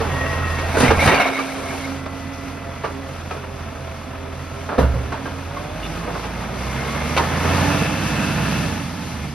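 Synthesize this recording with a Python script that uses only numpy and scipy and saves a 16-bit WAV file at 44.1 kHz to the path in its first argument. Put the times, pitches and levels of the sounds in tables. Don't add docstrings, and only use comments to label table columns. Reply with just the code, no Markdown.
import sys
import numpy as np
from scipy import signal
from scipy.fft import rfft, irfft, next_fast_len
from scipy.io import wavfile
from scipy.ndimage import uniform_filter1d, map_coordinates

SR = 44100
rng = np.random.default_rng(int(sys.argv[2]) if len(sys.argv) > 2 else 0)


def wav_record(signal):
    frames = np.transpose(np.atleast_2d(signal))
    bounded = np.clip(frames, -1, 1)
    quanta = np.round(bounded * 32767).astype(np.int16)
    wavfile.write(sys.argv[1], SR, quanta)


N = 411894
TIME = np.arange(N) / SR

# (time [s], firing rate [Hz])
FIRING_RATE = [(0, 41.6), (2.5, 43), (4, 41.7), (5.45, 43), (5.75, 49), (6.55, 61), (6.9, 70), (7.3, 82.5),
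               (7.7, 90.7), (8.05, 98), (8.52, 103.2), (8.8, 89), (9.12, 82), (9.34, 70)]
# (time [s], effort re idle [dB])
ENGINE_EFFORT = [(0, 9.5), (1.08, 10), (1.22, -6), (1.45, -22), (1.65, -1), (3.4, 0), (4.2, 0), (5.85, 1.5),
                 (6.35, -0.5), (6.65, 2), (7.05, 2), (7.33, 3.5), (7.57, 8), (7.8, 5.5), (7.92, 2.5),
                 (8.56, 6.5), (8.92, 0.5)]
# (time [s], distance [m])
ENGINE_DISTANCE = [(7.6, 6.33), (8.5, 8.2), (8.92, 9.1), (9.34, 9.5)]
# (idle level [dB], speed slope [dB/octave], share of effort [ratio],
# gain with the bin aloft [dB], distance slope [dB/doubling])
EXHAUST_LAW = (-35, 6, 1, -0.5, -5.5)
RUMBLE_LAW = (-38.5, 7, 0.35, 1, -1)
CLATTER_LAW = (-36.5, 8.5, 0.5555, 2.5, -16.5)
HISS_LAW = (-45, 11.5, 0.26, 5, -9)
SINGING_LAW = (-43, 8.5, 0.7, 5, -13.5)
BOOM_LAW = (-46.5, 4, 0.92, 0.5, -18)
# (order [ratio], weight at idle [dB], weight at full revs [dB])
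EXHAUST_ORDERS = [(4, .5, 3.5), (6, 3, 6.5), (7, -23, -7), (8, -21, -4), (9, -8.5, -2), (10, -12, -0.5),
                  (11, -19, -8), (12, .5, .5), (13, -25, -8), (14, -26, -4.5), (16, -27, -5.5),
                  (18, -11.5, -9), (20, -11, -10), (24, -23, -9)]
# (frequency [Hz], relative level [dB])
PIPE_RESPONSE = [(25, -38), (43, -12.5), (60, -6.5), (86, 1.5), (105, -13), (135, 4), (200, 1.5),
                 (300, -2.5), (450, -12)]
RUMBLE_SPECTRUM = [(20, -40), (45, -4), (70, 2.5), (110, 6.5), (190, 5.5), (260, 6), (340, -3), (600, -78),
                   (1500, -67)]
CLATTER_SPECTRUM = [(150, -12), (330, 0), (470, 5), (750, 3.5), (1000, 3), (1350, 1), (1800, -3.5),
                    (2600, -5.5), (3200, -12), (5000, -31), (10000, -33)]
HISS_SPECTRUM = [(1200, -6.5), (2500, 5.5), (3500, 2.5), (5000, 1), (7500, -2), (9000, -6.5), (11500, -9),
                 (13500, -19), (15500, -13.5)]
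# (frequency [Hz], bandwidth [Hz], relative level [dB], most exciting firing rate [Hz], its spread [Hz])
SINGING_MODES = [(850, 53, -3, 88, 5.2), (1410, 110, -1.5, 107.5, 6.9), (1750, 51, -3, 95, 16),
                 (2130, 75, -2.5, 72.5, 7.9), (2635, 94, -2.5, 99, 5), (2820, 180, -5, 110, 7.2)]
# (start [s], end [s], first pitch [Hz], last pitch [Hz], level [dB])
DRIVETRAIN_WHINES = [(6.7, 7.15, 2095, 2185, -39), (7.68, 8.12, 2690, 2600, -35),
                     (8.02, 8.36, 2600, 2690, -36.5), (8.85, 9.4, 900, 780, -45)]
# (multiple of the piston rate [ratio], level [dB])
PUMP_HARMONICS = [(1, -46), (2, -48.5), (3, -52.5), (4, -49), (5, -46.5), (8, -58), (10, -51.5), (16, -75)]
# (start [s], end [s], level [dB])
ARM_STROKES = [(1.05, 2.664, -40), (5.05, 5.483, -42)]
# (start [s], end [s], pitch [Hz], initial level [dB])
VALVE_WHISTLES = [(0.052, 0.77, 1880, -30.5), (0, 0.65, 1090, -35.5), (0.28, 0.58, 1285, -34),
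                  (.05, 0.83, 2680, -42), (1.85, 3.2, 2000, -46.5)]
# (frequency [Hz], bandwidth [Hz], relative level [dB])
PANEL_MODES = [(660, 40, 10), (850, 17, -24), (1262, 35, 9.5), (1720, 13, -4), (2060, 20, -11),
               (2500, 24, 3), (3394, 103, 0)]
BODY_MODES = [(230.6, 21, 1.5), (285.8, 11.5, 1.5)]
GRIPPER_MODES = [(2840, 65, 1.5), (3510, 75, -3)]
JOINT_MODES = [(2190, 76, 6), (2300, 110, -13), (3800, 170, -3.5), (5300, 210, -11)]
BIN_CAVITY_MODES = [(187, 12, 3), (468, 42, 9), (540, 65, 9), (640, 23, -18), (897.5, 44, -24)]
SHARD_MODES = [(4400, 900, -6), (5440, 900, 2)]
HOPPER_MODES = [(670, 58, -14), (1345, 23, 5.5), (1574, 25, 5.5), (1860, 47, -19), (2215, 18, 10),
                (3240, 63, -27), (2350, 63, 1), (2740, 75, -7), (3700, 72, -5)]
# (time [s], duration [s], level [dB], pitch [Hz])
ARM_SQUEALS = [(.722, .04, -32, 2150), (.876, .028, -20, 2155), (.988, .034, -20, 2160),
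               (1.016, .022, -20, 2330), (1.192, .045, -17, 2195), (1.245, .055, -25, 2210),
               (1.315, .085, -26, 2180), (1.396, .03, -30, 2320), (1.62, .12, -38, 2210),
               (1.832, .035, -32, 2160)]
# (time [s], level [dB], ring frequency [Hz], ring weight [dB], crack weight [dB], body T60 [s])
STEEL_BLOWS = [(.004, -13.5, 449, 1, -34, 0.31), (.585, -22, 2220, -3, -20, 0.34),
               (.602, -23, 1096, -7, -24, 0.19), (.749, -15.5, 635, -2, -37, .25),
               (.77, -10, 450, -3.5, -38, 0.18), (.801, -9, 660, -14, -23, .29),
               (.83, -14, 487, 6.5, -18, 0.36), (.904, -6, 850, -1.5, -28, 0.14),
               (.909, -7, 441, -2, -24, .1), (1.018, -15, 850, -4, -30, 0.13),
               (1.075, -0.5, 1900, -13, -26, 0.088), (1.098, -18, 952, 1, -29, 0.18),
               (1.123, -16, 1550, -3, -24, 0.12), (1.142, -12.5, 2420, -3.5, -21, 0.14),
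               (1.198, -7, 752, -3, -30, 0.13), (1.256, -14.5, 690, 0, -28, 0.17),
               (1.388, -16, 1198, -0.5, -22, 0.18), (2.059, -20.5, 652, -7, -26.5, 0.14),
               (2.836, -18, 441, 0, -34, 0.23), (2.843, -15.5, 1164, -5.5, -27.5, 0.16),
               (3.309, -19.5, 1287, -3.5, -25, 0.18), (3.365, -27.5, 422, -1, -38, .15),
               (4.781, -8.5, 511, 1, -32, 0.19), (4.827, -15.5, 1466, -10, -40, 0.22),
               (5.12, -17, 1096, -7, -27, 0.3), (5.255, -20, 1600, -6.5, -39, .29),
               (5.565, -23, 1090, -0.5, -34, 0.27), (6.073, -20.5, 495, 2.5, -40, 0.36),
               (6.151, -16.5, 1070, -8, -36, 0.16), (6.239, -21, 850, -3, -22, 0.17),
               (7.165, -12.5, 2280, -9, -18, 0.15), (7.175, -7, 1057, -6.5, -19, 0.12),
               (7.191, -13, 935, 2, -35, 0.38)]
# (multiple of the ring frequency [ratio], relative level [dB], T60 [s])
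STEEL_MODES = [(1, 6.5, 0.13), (.55, -10, 0.28), (1.38, -7, 0.11), (1.9, -6.5, 0.24)]
# (frequency [Hz], relative level [dB])
STEEL_SPECTRUM = [(120, -23), (300, 0), (480, 3), (900, 0.5), (1500, -2.5), (2500, -18), (4000, -21),
                  (9000, -67)]
THUD_SPECTRUM = [(40, -33), (100, 20), (250, 27), (600, -32)]
TUMBLE_SPECTRUM = [(30, -32), (70, -9), (110, -31), (200, -13), (350, -5), (700, 7), (1300, -1.5),
                   (2200, -2), (3200, -8.5), (5000, -32), (8000, -44), (15500, -49)]
GLASS_SPECTRUM = [(2000, -20), (4000, 1), (6000, -1), (9000, 0.5), (12000, -12), (15500, -20)]
CRACK_SPECTRUM = [(1200, -7), (2600, 10), (3600, 2.5), (5000, 0.5), (8000, -7.5), (15000, -24)]
THUMP_SPECTRUM = [(25, -20), (50, 14), (100, -10), (220, 9), (400, -26)]
# (time [s], drum level [dB], knock level [dB])
BIN_CONTACTS = [(4.786, -15, -16.5), (4.829, -14, -29), (4.94, -14, -28)]
# (frequency [Hz], relative level [dB], T60 [s])
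BIN_MODES = [(68, 2, 0.68), (118, -7.5, 0.6), (161, -8, 0.25), (242, -15, 0.17)]
# (time [s], thud level [dB], drum frequency [Hz], drum level [dB])
HEAVY_IMPACTS = [(.772, -30, 308, -20), (.801, -18, 230, -22), (.83, -16, 259, -17), (.889, -23, 72.6, -7),
                 (.91, -25.5, 327, -16), (.974, -27, 80, -14), (1.015, -25.5, 290, -20),
                 (1.056, -18, 253, -12), (1.07, -21, 95, -15), (4.782, -18, 237, -34)]
# (time [s], glass level [dB], tumble level [dB], tumble decay [dB/s])
LOAD_SURGES = [(.81, -25.5, -18, 113), (1.051, -25.5, -13.5, 60.5)]
# (frequency [Hz], correlation [ratio, clipped to +-1 in use])
PORT_CORRELATION = [(200, 1), (600, 0.71), (2200, 0.86), (3200, 0.26), (4600, 0.62), (5900, 0.05),
                    (7400, -1.29), (8100, -0.9), (10400, 1), (11700, 1.5), (12800, -0.2), (13600, -1.2)]
# (frequency [Hz], left minus right [dB])
PORT_BALANCE = [(100, -3), (600, -3), (1200, -2.5), (2300, 0), (10000, 0.9)]

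CYLINDERS, FULL_REVS_HZ = 6, 87.6
ALOFT_END_S, ARM_PARKED_S, RAMP_S = 1.97, 6.2, 0.092


def amp(db):
    return 10 ** (np.asarray(db) / 20)


def unit(x):
    return x / np.sqrt(np.mean(x ** 2) + 1e-20)


def along(points, hz):
    f, v = np.transpose(points)
    return np.interp(np.log(hz + 1), np.log(f + 1), v)


def curve(points):
    return np.interp(TIME, *np.transpose(points))


def wobble(rate):
    knots = rng.standard_normal(int(N * rate / SR) + 4)
    return np.interp(TIME, TIME[::32], map_coordinates(knots, [TIME[::32] * rate]))


def filtered(x, response):
    n = x.shape[-1]
    padded = next_fast_len(n + 8192, True)
    return irfft(rfft(x, padded) * response(np.fft.rfftfreq(padded, 1 / SR)), padded)[..., :n]


def coloured(x, spectrum):
    return unit(filtered(x, lambda hz: amp(along(spectrum, hz))))


def resonate(x, modes):
    def response(f):
        return sum(amp(db) * 1j * f * width / (hz * hz - f * f + 1j * f * width)
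                   for hz, width, db in modes)
    return unit(filtered(x, response))


def noise(size=N):
    return rng.standard_normal(size)


def phase_of(hz):
    return 2 * np.pi * np.cumsum(hz) / SR


def grains(per_s, spread_db):
    return (rng.random(N) < per_s / SR) * noise() * amp(spread_db * np.clip(noise(), -2, 2))


def add(track, s, sound):
    part = track[max(round(s * SR), 0):][:len(sound)]
    part += sound[:len(part)]


def gate(start, end, ramp_s):
    return np.clip(np.minimum(TIME - start, end - TIME) / ramp_s, 0, 1)


def swell(s, db, rise, fall):
    return amp(db - np.maximum((s - TIME) * rise, (TIME - s) * fall).clip(0, 200))


def level_db(law, firing_hz, coasts=False):
    idle_db, octave_db, share, aloft_db, far_db = law
    effort_db, metres = curve(ENGINE_EFFORT), curve(ENGINE_DISTANCE)
    effort_db = effort_db if coasts else np.maximum(effort_db, 0)
    aloft = np.clip((ALOFT_END_S - TIME) / RAMP_S + .5, 0, 1)
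    speed_db = octave_db * np.log2(firing_hz / firing_hz[0])
    distance_db = far_db * np.log2(metres / metres[0])
    return idle_db + speed_db + share * effort_db + aloft_db * aloft + distance_db


def street(dry):
    t = np.arange(SR // 4) / SR
    tail = noise(len(t)) * amp(-60 * t / 0.074)
    scattered = signal.fftconvolve(dry, tail / np.linalg.norm(tail))[:N]
    angle = lambda hz: np.arccos(np.clip(along(PORT_CORRELATION, hz), -1, 1)) / 2
    mid = filtered(dry, lambda hz: np.cos(angle(hz)))
    side = filtered(scattered, lambda hz: np.sin(angle(hz)))
    balance = lambda hz: amp(np.outer([.5, -.5], along(PORT_BALANCE, hz)))
    return filtered(np.array([mid + side, mid - side]), balance)


def exhaust(firing_hz):
    phase = phase_of(firing_hz)
    fuel = uniform_filter1d(np.clip(np.gradient(firing_hz) * SR / 15, 0, 1), size=SR // 5)
    revs = np.interp(firing_hz, [firing_hz[0], FULL_REVS_HZ], [0, 1])
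    harmonics, power = 0, 0
    for order, idle_db, full_db in EXHAUST_ORDERS:
        pipe_db = along(PIPE_RESPONSE, firing_hz * order / CYLINDERS)
        fuel_db = 2.9 * fuel * (order == CYLINDERS)
        gain = amp(idle_db + revs * (full_db - idle_db) + pipe_db + fuel_db)
        angle = phase * order / CYLINDERS + rng.uniform(0, 2 * np.pi)
        harmonics += gain * amp(1.34 * wobble(9)) * np.sin(angle + 0.2 * wobble(10))
        power += gain ** 2 / 2
    return amp(level_db(EXHAUST_LAW, firing_hz, coasts=True)) * harmonics / np.sqrt(power)


def engine_block(firing_hz):
    pulse = np.cos(phase_of(firing_hz))
    knock = unit(amp(1.1 * pulse + 1.1 * wobble(70)))
    rumble = coloured(knock * noise(), RUMBLE_SPECTRUM)
    clatter = coloured(knock * noise(), CLATTER_SPECTRUM)
    clatter += amp(-10) * resonate(knock * noise(), PANEL_MODES)
    rumble_db = level_db(RUMBLE_LAW, firing_hz, coasts=True)
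    clatter_db = level_db(CLATTER_LAW, firing_hz) + 0.29 * wobble(10)
    hiss_db = level_db(HISS_LAW, firing_hz) + 1.2 * wobble(12)
    hiss = coloured(amp(.5 * pulse) * noise(), HISS_SPECTRUM)
    return amp(rumble_db) * rumble + amp(clatter_db) * clatter + amp(hiss_db) * hiss


def panels(firing_hz):
    pulsing = amp(1.1 * np.cos(phase_of(firing_hz)))
    out = 0
    for hz, width, db, best_rate, spread in SINGING_MODES:
        response = 1 / np.hypot(1, (firing_hz - best_rate) / spread)
        out += amp(db) * response * resonate(pulsing * noise(), [(hz, width, 0)])
    return amp(level_db(SINGING_LAW, firing_hz)) * out


def drivetrain(firing_hz, flutter_hz=30):
    out = 0
    for start, end, first_hz, last_hz, db in DRIVETRAIN_WHINES:
        hz = np.interp(TIME, [start, end], [first_hz, last_hz]) + flutter_hz * wobble(120)
        out += amp(db) * gate(start, end, RAMP_S) * np.sin(phase_of(hz))
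    return out * amp(2 * np.cos(phase_of(firing_hz)) + 1.8 * wobble(40))


def hydraulics(firing_hz, unloaded_db=-2):
    phase = phase_of(firing_hz * 19 / 6)
    speed = firing_hz / firing_hz[0]
    parked = np.clip((TIME - ARM_PARKED_S) / RAMP_S, 0, 1)
    over_idle_db = level_db(CLATTER_LAW, firing_hz) - CLATTER_LAW[0]
    effort = amp(.5 * over_idle_db + unloaded_db * parked) / np.sqrt(speed)
    roughness = .3 * speed ** 2.4
    pump = sum(amp(db + 4.8 * wobble(9)) * np.sin(k * phase + roughness * wobble(45))
               for k, db in PUMP_HARMONICS)
    pump = filtered(pump, lambda hz: 1 / (1 + (hz / 2700) ** 8))
    pressure = sum(amp(db) * gate(start, end, RAMP_S) for start, end, db in ARM_STROKES)
    pressure += swell(1.27, db=-27, rise=150, fall=105)
    hum = pressure * amp(3.3 * wobble(16)) * np.sin(2 * phase + 0.39 * wobble(35))
    boom = resonate(parked * np.sin(phase + 0.31 * wobble(45)), BODY_MODES)
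    return np.sqrt(2) * (effort * pump + hum) + amp(level_db(BOOM_LAW, firing_hz)) * boom


def valves(flutter_hz=17, sag_db_per_s=5):
    out = 0
    for start, end, hz, db in VALVE_WHISTLES:
        envelope = amp(db - sag_db_per_s * (TIME - start)) * gate(start, end, ramp_s=0.16)
        flicker = amp(2.9 * wobble(130) + 1.4 * wobble(11))
        pitch = hz + 8 * wobble(7.4) + flutter_hz * wobble(160)
        out += envelope * flicker * np.sin(phase_of(pitch))
    return np.sqrt(2) * out


def gripper_creak():
    jerks = grains(per_s=810, spread_db=2)
    return amp(-36) * gate(5.82, 5.883, ramp_s=0.01) * resonate(jerks, GRIPPER_MODES)


def arm_squeals(flutter_hz=44.6, chatter_db=2.5):
    rub, pitch = np.zeros((2, N))
    for s, length, db, hz in ARM_SQUEALS:
        pitch[int(s * SR):] = hz
        add(rub, s, amp(db) * signal.windows.tukey(int(length * SR), .6))
    chatter = amp(chatter_db * np.minimum(wobble(260), 1.2))
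    tone = unit(chatter * np.sin(phase_of(pitch + flutter_hz * wobble(450))))
    rasp = resonate(grains(per_s=2500, spread_db=2), JOINT_MODES)
    return rub * (amp(-1) * tone + amp(-6.5) * rasp)


def arm_clanks():
    out, t = np.zeros(N), np.arange(SR // 2) / SR
    for s, db, hz, ring_db, crack_db, t60 in STEEL_BLOWS:
        fade_db = -60 * t / t60
        ring = 0
        for ratio, mode_db, mode_t60 in STEEL_MODES:
            phase = 2 * np.pi * hz * ratio * t + rng.uniform(0, 2 * np.pi)
            ring += amp(mode_db - 60 * t / mode_t60) * np.sin(phase)
        afterring = amp(-17.5 - 60 * t / 0.63)
        body = coloured(noise(len(t)), STEEL_SPECTRUM) * (amp(fade_db) + afterring)
        thud = coloured(noise(len(t)), THUD_SPECTRUM) * amp(-27 + 0.46 * fade_db)
        crack = coloured(noise(len(t)), CRACK_SPECTRUM) * amp(crack_db + 16.5 + 1.15 * fade_db)
        attack = 1 - np.exp(-t / (0.0033 * t60))
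        add(out, s, amp(db - 8) * (amp(ring_db) * ring + body + thud + crack) * attack)
    return out


def wheel_scuff():
    scrape = coloured(grains(per_s=4000, spread_db=1.6), STEEL_SPECTRUM)
    return swell(4.692, db=-25, rise=2950, fall=60) * scrape


def bin_landing():
    out, t = np.zeros(N), np.arange(SR) / SR
    for s, drum_db, knock_db in BIN_CONTACTS:
        drum = sum(amp(db + rng.normal(0, 1) - 60 * t / t60) * np.sin(2 * np.pi * hz * t)
                   for hz, db, t60 in BIN_MODES)
        knock = resonate(noise(len(t)), BIN_CAVITY_MODES) * amp(-60 * t / 0.28)
        attack = 1 - np.exp(-t / 0.0014)
        add(out, s, (amp(drum_db) * drum + amp(knock_db) * knock) * attack)
    return out


def thuds(thud_t60_s=0.34, drum_t60_s=0.12):
    out, t = np.zeros(N), np.arange(SR // 2) / SR
    for s, db, hz, drum_db in HEAVY_IMPACTS:
        thud = coloured(noise(len(t)), THUD_SPECTRUM) * amp(db - 60 * t / thud_t60_s)
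        drum = np.sin(2 * np.pi * hz * t) * amp(drum_db - 60 * t / drum_t60_s)
        attack = 1 - np.exp(-t / 0.0012)
        add(out, s, (thud + drum) * attack)
    return out


def last_shard(t60_s=0.35):
    scrape = resonate(grains(per_s=3000, spread_db=2), SHARD_MODES)
    return swell(2.335, db=-43.5, rise=2003, fall=60 / t60_s) * scrape


def bottles(per_s=110, centre_hz=1000, span_octaves=3, t60_s=0.07):
    out, t = np.zeros(N), np.arange(SR // 10) / SR
    for when, pitch, strength in rng.random((int(per_s * N / SR), 3)):
        hz = centre_hz * 2 ** (span_octaves * (pitch - .5))
        add(out, when * N / SR, amp(6 * strength - 60 * t / t60_s) * np.sin(2 * np.pi * hz * t))
    return unit(out)


def pour(tumble_lag_s=0.042):
    trickle = gate(1.08, 1.92, ramp_s=0.11)
    spray_gain, tumble_gain = amp(-43) * trickle, amp(-34.5) * trickle
    for s, glass_db, tumble_db, fall in LOAD_SURGES:
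        spray_gain += swell(s, glass_db, rise=200, fall=178)
        surge = swell(s + tumble_lag_s, tumble_db, rise=104, fall=fall)
        tumble_gain = np.hypot(tumble_gain, surge)
    pelting = coloured(grains(per_s=3000, spread_db=2.5), TUMBLE_SPECTRUM)
    hopper = resonate(grains(per_s=1500, spread_db=2.5), HOPPER_MODES)
    glass = coloured(grains(per_s=7000, spread_db=2.2), GLASS_SPECTRUM)
    tumble = amp(-1) * pelting + amp(-5) * bottles() + amp(-6.5) * hopper
    thump = coloured(grains(per_s=140, spread_db=1.5), THUMP_SPECTRUM)
    return tumble_gain * tumble + spray_gain * (glass + amp(-1.5) * thump)


def scene():
    firing_hz = curve(FIRING_RATE)
    truck = exhaust(firing_hz) + engine_block(firing_hz) + panels(firing_hz) + drivetrain(firing_hz)
    arm = hydraulics(firing_hz) + valves() + arm_squeals() + gripper_creak() + arm_clanks()
    load = pour() + last_shard() + thuds() + wheel_scuff() + bin_landing()
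    return street(truck + arm + load)


def record(dry):
    rounded = dry / (1 + np.abs(dry) ** 6) ** (1 / 6)
    return filtered(rounded, lambda hz: hz < 15800)


dry = scene()
out = record(dry)
wav_record(out)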